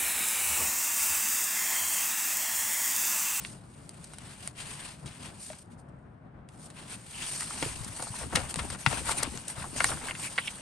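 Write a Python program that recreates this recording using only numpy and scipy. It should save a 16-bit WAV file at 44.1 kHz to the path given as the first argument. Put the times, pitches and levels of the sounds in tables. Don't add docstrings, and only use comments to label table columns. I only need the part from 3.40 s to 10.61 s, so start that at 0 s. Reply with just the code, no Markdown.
import sys
import numpy as np
from scipy import signal
from scipy.fft import rfft, irfft, next_fast_len
from scipy.io import wavfile
from scipy.ndimage import uniform_filter1d

SR = 44100
rng = np.random.default_rng(int(sys.argv[2]) if len(sys.argv) > 2 else 0)


def master(y):
    cut = np.clip(np.atleast_2d(y).T, -1, 1)
    pcm = np.round(cut * 32767)
    wavfile.write(sys.argv[1], SR, pcm.astype(np.int16))


N = 317961
SIZE = next_fast_len(N + 4096)
HZ = np.fft.rfftfreq(SIZE, 1 / SR)
T = np.arange(N) / SR
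LIFTED = np.clip((T - 3.9) / 0.55, 0, 1)


def gain_of(db):
    return 10 ** (np.asarray(db) / 20)


def evened(x):
    return x / np.sqrt(np.mean(x ** 2) + 1e-20)


def read(points, hz=HZ):
    f, value = np.transpose(points)
    return np.interp(np.log(hz + 1), np.log(f + 1), value)


def curve(rows):
    s, value = np.transpose(rows)
    return np.interp(T, s, value)


def pair(x, same):
    a, b = rfft(x, SIZE)
    likeness = np.clip(read(same), 0, 1)
    return np.array([a, likeness * a + np.sqrt(1 - likeness ** 2) * b])


def coloured(z, spectrum):
    return evened(irfft(z * gain_of(read(spectrum)), SIZE)[:, :N])


def wander(ms):
    span = max(int(ms * SR / 1000), 1)
    return evened(uniform_filter1d(uniform_filter1d(rng.standard_normal(N), span), span))


def shaped(x, envelope):
    return evened(x * envelope) * np.sqrt(np.mean(envelope ** 2))


def swell(top_s, rise_s, fall_s):
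    distance = np.maximum((top_s - T) / rise_s, (T - top_s) / fall_s)
    return gain_of(2 * -16 * distance ** 2.1)


# time in seconds, left over right in dB.
SHEET_PLACE = [(0.0, -2.5), (1.16, 1.5), (3.67, -1.5), (5.52, 5.5), (7.21, -3.5)]


def sheet_side():
    db = curve(SHEET_PLACE)
    return gain_of([db / 2, -db / 2])


# frequency in Hz, likeness from 0 to 1.
PAPER_LIKENESS = [(100, 0.86), (600, 0.49), (7000, 0.57), (8000, 0.97), (12000, 1)]


def paper_pair(x):
    return pair(x, PAPER_LIKENESS)


# frequency in Hz, relative level in dB.
ROOM_COLOUR = [(25, -54), (45, -10.5), (92, -11), (133, -4.5), (260, -13.5), (480, -23), (600, -19.5),
               (1490, -28), (3000, -46), (9000, -73)]
# frequency in Hz, likeness from 0 to 1.
ROOM_LIKENESS = [(60, 1), (250, 0.89), (600, 0.12), (7000, 0.3), (8500, 0.79)]


def room():
    z = pair(rng.standard_normal((2, N)), ROOM_LIKENESS)
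    return gain_of(-50 + 1.73 * wander(ms=55.0)) * coloured(z, ROOM_COLOUR)


# start in seconds, relative level in dB, pitch in Hz, 60 dB decay in ms.
KNOCK_HITS = [(1.0762, -40, 680, 25), (2.102, -33.5, 620, 66), (4.497, -32, 111, 83), (4.703, -27, 113, 64),
              (5.172, -23.5, 126, 47), (5.47, -15, 129, 57), (5.875, -24.5, 268, 28)]


def knocks():
    t, out = T[:8000], np.zeros(N + 8000)
    for s, db, hz, t60_ms in KNOCK_HITS:
        rise = np.minimum(t * hz / 0.5, 1)
        decay = gain_of(db - 60000 * t / t60_ms)
        at = round(s * SR)
        out[at:at + len(t)] += rise * decay * np.sin(2 * np.pi * hz * t)
    return out[:N] * sheet_side()


def crinkles(low_hz, high_hz, per_s):
    clumped = per_s * gain_of(6. * wander(ms=30.))
    size = (rng.random(N) < clumped / SR) * gain_of(6.0 * np.minimum(rng.exponential(1, N), 3))
    pitches = np.geomspace(low_hz, high_hz, num=12)
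    choice = rng.integers(0, len(pitches), N)
    t, out = T[:3000], np.zeros((2, N))
    for k, hz in enumerate(pitches):
        envelope = np.exp(-t * hz / 2.0) * (1 - np.exp(-t * hz / 0.11))
        pop = np.sin(2 * np.pi * hz * t) * envelope
        out[k % 2] += signal.oaconvolve(size * (choice == k), pop)[:N]
    return evened(out + 0.24 * out[::-1])


# frequency in Hz, relative level in dB.
AIR_COLOUR = [(28, -50), (48, 6.5), (70, 13), (150, -0.5), (500, -17.5)]
# top in seconds, relative level in dB.
FLAP_TOPS = [(4.24, -38), (4.37, -41.5), (4.82, -42), (4.94, -35.5), (5.18, -35.5), (5.475, -35.5),
             (5.62, -36.5), (5.87, -43.5), (6.19, -39.5), (6.26, -45), (6.4, -40.5), (6.52, -38)]


def flap():
    z = paper_pair(rng.standard_normal((2, N)))
    wobbles = crinkles(low_hz=116.6, high_hz=612.0, per_s=72.0)
    pushes = coloured(z, AIR_COLOUR) + gain_of(-2.0) * wobbles
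    power = sum(gain_of(2 * db) * swell(s, rise_s=0.031, fall_s=0.2) for s, db in FLAP_TOPS)
    return np.sqrt(power) * gain_of(-4.0 + 1.05 * wander(ms=5.0)) * pushes


# start in seconds, relative level in dB, body pitch in Hz,
# spread in octaves, relative treble level in dB, 60 dB decay of the body in ms.
SNAP_CREASES = [(0.049, -21.5, 2100, 0.58, -19, 14.6), (0.4924, -53, 3340, 0.76, 30.5, 11),
                (0.6414, -57, 4140, 0.79, 26, 110), (0.735, -37.5, 2480, 1.7, -6, 53),
                (0.7845, -35, 4230, 1.5, 3, 15), (1.075, -27.5, 3200, 1.5, 9, 8.6),
                (1.6587, -40, 3400, 0.69, 1.5, 180), (2.101, -32, 1500, 0.95, -8, 12),
                (2.1313, -35, 1500, 0.86, -17, 20), (3.0876, -41, 2900, 1.1, -7, 15),
                (3.302, -39.5, 3260, 1.3, -17, 29), (4.021, -27, 1320, 0.46, -15, 33),
                (4.107, -25.5, 1180, 0.41, -45.5, 20), (4.225, -16, 1230, 1.53, -17, 39),
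                (4.445, -46, 1500, 0.86, 23, 51), (4.596, -27.5, 735, 0.94, -20, 53),
                (4.67, -30.5, 760, 0.36, -20, 47), (4.739, -29, 950, 0.22, -18, 34),
                (4.812, -28.5, 680, 0.81, -13, 120), (4.958, -15, 2640, 0.76, -1, 7.4),
                (4.969, -20, 795, 1.6, -26, 114), (5.1416, -20.5, 1660, 0.77, 3.5, 4.2),
                (5.158, -23, 1510, 2.4, -9, 28), (5.345, -32, 1280, 0.88, -14, 73),
                (5.301, -31, 1790, 0.77, 6.5, 55), (5.4622, -7, 2100, 0.83, -40, 34),
                (5.691, -19.5, 1230, 0.34, -28, 66), (5.527, -24, 1300, 1.2, -12, 40),
                (5.974, -30.5, 2130, 1.5, 7, 19), (6.079, -43, 3040, 0.24, 19.5, 110),
                (6.1735, -35.5, 1100, 0.65, -20, 30), (6.2053, -35, 1300, 0.8, -18, 28),
                (6.223, -28.5, 2030, 0.39, -19, 19), (6.4428, -9, 1730, 0.57, 4.5, 22),
                (6.494, -27, 800, 0.88, -20, 52), (6.572, -29, 1210, 0.55, -16, 25),
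                (6.613, -32.5, 1110, 0.66, -18, 55), (6.709, -20, 2300, 0.28, -23, 21),
                (6.7508, -27.5, 2400, 0.36, -29, 31), (6.9789, -15, 2140, 0.54, -35, 57),
                (6.984, -7, 2320, 0.29, -36, 6.1)]
# start in seconds, relative level in dB, body pitch in Hz,
# spread in octaves, relative treble level in dB, 60 dB decay of the body in ms.
CRUMPLE_CREASES = [(4.003, -34.5, 1410, 0.39, 13.5, 93.5), (4.62, -30, 810, 0.44, 6.5, 60),
                   (5.825, -25.5, 1310, 0.85, 13, 49.5), (6.68, -26.5, 1900, 0.32, -6, 70),
                   (4.828, -35, 1400, 0.51, -20, 50), (4.923, -27, 790, 0.87, -27, 119),
                   (6.235, -28.5, 920, 0.55, -25, 80.4), (4.952, -16.5, 2450, 0.75, 3.5, 62.6),
                   (5.186, -22.5, 1640, 1.1, -33, 55), (6.399, -15.5, 1410, 0.65, -8, 85),
                   (6.514, -23.5, 1030, 0.84, -28, 90), (7.072, -20.5, 2740, 0.29, -11, 40)]
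# frequency in Hz, relative level in dB.
HISS_COLOUR = [(3000, -12), (4500, 0.5), (16000, -2.5)]
SNAP_RISE_MS, CRUMPLE_RISE_MS = 0.87, 6.7
THUMP_DB, THUMP_HZ = -12, 302
RAGGED_HZ = 450


def crease(body_hz, spread, treble_db, t60_ms, rise_ms):
    size = 4096
    t, hz = T[:size], np.fft.rfftfreq(size, 1 / SR)
    a, b, ragged = rng.standard_normal((3, size))
    drive = np.array([a, 1.12 * a + 0.5 * b]) * gain_of(21.0 * uniform_filter1d(ragged, size=16))
    drive *= min(spread * body_hz / RAGGED_HZ, 1) ** 2
    drive[:, round(rise_ms * SR / 1000)] += 1.3 / (1 + rise_ms)

    octaves = np.log2((hz + 1) / body_hz) / spread
    thump = min(spread, 1) * gain_of(THUMP_DB) / (1 + (THUMP_HZ / (hz + 1)) ** 4)
    thump = thump / (1 + (2 * hz / body_hz) ** 2)
    ring_colour = (gain_of(-3. * octaves ** 2) + thump) / np.sqrt(hz + 50)
    ring = irfft(rfft(drive) * ring_colour)
    tick = evened(irfft(rfft(drive[[0, 0]]) * gain_of(read(HISS_COLOUR, hz))))

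    rise = np.sin(np.pi / 2 * np.clip(1000 * t / rise_ms, 0, 1)) ** 2
    t_on = np.maximum(t - rise_ms / 1000, 0)
    ring = shaped(ring, rise * gain_of(-60000 * t_on / t60_ms))
    tick = shaped(tick, rise * gain_of(-60000 * t_on / (0.38 * t60_ms)))
    return ring + gain_of(treble_db - 4.0) * tick


def snaps():
    rows = [(*r, SNAP_RISE_MS) for r in SNAP_CREASES] + [(*r, CRUMPLE_RISE_MS) for r in CRUMPLE_CREASES]
    out = np.zeros((2, N + 4096))
    for s, db, *settings in rows:
        burst = crease(*settings)
        at = round(s * SR)
        out[:, at:at + burst.shape[1]] += gain_of(db - 7.5) * burst
    tail = rng.standard_normal((2, 6000)) * gain_of(-60 * T[:6000] / 0.056)
    tail = signal.lfilter([.5], [1, -.55], tail)
    wet = signal.oaconvolve(out, tail / np.linalg.norm(tail[0]), axes=1)
    return (out[:, :N] + gain_of(-10.5) * wet[:, :N]) * sheet_side()


def patchy(x, depth):
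    z = signal.stft(x, nperseg=256, noverlap=192)[2]
    patches = rng.standard_normal(z.shape[1:])
    patches = uniform_filter1d(patches, size=4, axis=0)
    patches = uniform_filter1d(patches, size=24, axis=1)
    depth_db = depth * (0.28 + 0.18 * np.resize(LIFTED[::64], z.shape[2]))
    z = z * gain_of(depth_db * evened(patches))
    return evened(signal.istft(z, nperseg=256, noverlap=192)[1][:, :N])


# start in seconds, end in seconds, pitch in Hz, relative level in dB.
PANEL_RUBS = [(3.733, 3.89, 2720, -47.5), (5.763, 5.82, 2550, -46.5), (6.822, 6.892, 2360, -42),
              (7.003, 7.083, 2940, -44.5)]
PANEL_SHARPNESS, PANEL_DRIFT = 2.4, .09


def panels(slips):
    out, drift = np.zeros((2, N)), 1 + PANEL_DRIFT * wander(ms=37.0)
    for start_s, end_s, hz, db in PANEL_RUBS:
        on = slice(round(start_s * SR), round(end_s * SR))
        turn = np.exp(2j * np.pi * np.cumsum(hz * drift[on]) / SR)
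        r = np.exp(-np.pi * hz / PANEL_SHARPNESS / SR)
        smooth = signal.lfilter([1], np.convolve([1, -r], [1, -r]), slips[:, on] / turn)
        ring = (turn * smooth).real
        fade = np.sqrt(abs(np.sin(np.pi * (T[on] - start_s) / (end_s - start_s))))
        out[:, on] += gain_of(db) * evened(ring) * fade
    return out


# time in seconds, relative hiss level in dB.
CONTACT_LEVEL = [(0.0, -45.5), (0.23, -64), (0.75, -55.5), (1.1, -65.5), (2.15, -54), (2.3, -77),
                 (2.65, -85), (3.07, -97), (3.1, -66), (3.7, -51.5), (4.2, -40.5), (4.85, -63),
                 (7.21, -47.5)]
# top in seconds, rise in seconds, fall in seconds,
# relative hiss level in dB, bend (rustle over hiss) in dB.
STROKE_MOVES = [ (0.06, 0.054, 0.1, -46.5, -16), (0.915, 0.14, 0.081, -52, 1),
                (1.05, 0.093, 0.07, -48, -4.5), (1.2, 0.046, 0.098, -44.5, 0),
                (1.3, 0.064, 0.078, -42.5, -3), (1.47, 0.17, 0.097, -47, -0.5),
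                (1.68, 0.024, 0.2, -55.5, 1.5), (1.85, 0.051, 0.065, -49, 1.5),
                (2.045, 0.061, 0.099, -42.5, -28), (2.222, 0.082, 0.014, -52.5, -31),
                (2.325, 0.025, 0.031, -58.5, -7), (2.39, 0.016, 0.036, -60.5, -18),
                (2.49, .01, 0.016, -73, 1), (3.264, 0.096, 0.013, -49, -14),
                (3.38, 0.034, 0.13, -55.5, 5.5), (3.53, 0.055, 0.039, -43, -1.5),
                (3.82, 0.12, 0.18, -40.5, -3.5), (3.9, 0.066, 0.3, -35.5, -17), (4.25, 0.1, 0.067, -40, -7),
                (4.485, 0.018, 0.017, -40.5, -13.5), (4.621, 0.15, 0.2, -40.5, -11.5),
                (4.8, 0.093, 0.075, -39.5, -9), (4.98, 0.098, 0.16, -47.5, 1),
                (5.1, 0.014, 0.036, -38, -11.5), (5.2, 0.08, 0.12, -66, 15),
                (5.332, 0.042, 0.027, -39.5, -7), (5.41, 0.032, 0.054, -41.5, -12.5),
                (5.544, 0.096, 0.087, -38, -3.5), (5.715, 0.066, 0.026, -30, -6),
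                (5.785, 0.037, 0.037, -32.5, -19), (5.84, 0.11, 0.058, -49, 6.5),
                (5.92, 0.045, 0.22, -45, -8), (6.089, 0.0091, 0.063, -38, -12.5),
                (6.22, 0.081, 0.029, -47.5, 0), (6.381, 0.046, 0.11, -36, -8),
                (6.485, 0.081, 0.079, -34, -8), (6.69, 0.13, 0.044, -43.5, -1.5),
                (6.842, 0.074, 0.06, -35.5, -12.5), (7.04, 0.36, 0.13, -46.5, -9.5)]
CONTACT_BEND_DB = -5
BELLY_PER_BEND = 1.33
BELLY_FLAT_DB, BELLY_LIFTED_DB = -5.5, 1.5


def handling():
    parts = [(gain_of(2 * curve(CONTACT_LEVEL)), CONTACT_BEND_DB)]
    for s, rise_s, fall_s, db, bend_db in STROKE_MOVES:
        parts.append((gain_of(2 * db) * swell(s, rise_s, fall_s), bend_db))

    def total(per_bend):
        return np.sqrt(sum(power * gain_of(2 * per_bend * bend_db) for power, bend_db in parts))

    belly_db = BELLY_FLAT_DB + (BELLY_LIFTED_DB - BELLY_FLAT_DB) * LIFTED
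    return total(0), total(1), total(BELLY_PER_BEND) * gain_of(belly_db)


# frequency in Hz, relative level in dB.
RUSTLE_COLOUR = [(1000, -20.5), (1600, -2.5), (2800, 0.5), (4300, -8.5), (6500, -21)]
# frequency in Hz, relative level in dB.
BELLY_COLOUR = [(250, 10.5), (450, 0.5), (1000, 12), (1600, -2.5), (2400, -66)]


def rustle():
    unevenness_db = 0.75 * wander(ms=3.4) + 1.44 * wander(ms=7.1)
    z = paper_pair(rng.standard_normal((2, N)) * gain_of(unevenness_db))
    hiss_gain, mid, belly = handling()
    body = mid * patchy(coloured(z, RUSTLE_COLOUR), depth=4.5)
    body += belly * patchy(coloured(z, BELLY_COLOUR), depth=1.5)
    small_dents = crinkles(low_hz=1400., high_hz=5300.0, per_s=320.0)
    body += mid * gain_of(-12 + 6 * LIFTED) * small_dents
    large_dents = crinkles(low_hz=600.0, high_hz=2000.0, per_s=260.0)
    body += LIFTED * belly * gain_of(-2.5) * large_dents
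    body += panels(irfft(z, SIZE)[:, :N])
    hiss = hiss_gain * patchy(coloured(z, HISS_COLOUR), depth=6.0)
    return gain_of(-4.0) * (hiss + gain_of(2.0) * body * sheet_side())


def scene():
    return room() + knocks() + flap() + snaps() + rustle()


# frequency in Hz, gain in dB.
PORT_RESONANCE = [(6000, 0), (7200, 2.5), (9200, 12.5), (10300, 6.5), (12000, -12.5), (13000, -37)]
# frequency in Hz, left over right in dB.
PORT_LEVELS = [(1000, 3), (6500, 4), (8200, 0)]
# frequency in Hz, lead of the left in radians.
PORT_LEAD = [(1000, -.1), (3000, .9), (6700, .1), (7600, 1.1), (8500, .05), (9400, -1.5), (10320, -3.14),
             (11700, -6.2), (13300, -9.4)]
EDGE_HZ = 16000


def record(dry):
    left = gain_of(read(PORT_LEVELS) / 2) * np.exp(.5j * read(PORT_LEAD))
    sides = np.array([left, 1 / left])
    ports = irfft(rfft(dry, SIZE) * gain_of(read(PORT_RESONANCE)) * sides, SIZE)[:, :N]
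    band_limit = signal.firwin(511, EDGE_HZ, window=("kaiser", 9), fs=SR)
    return signal.oaconvolve(ports, band_limit[None], "same")


dry = scene()
out = record(dry)
master(out)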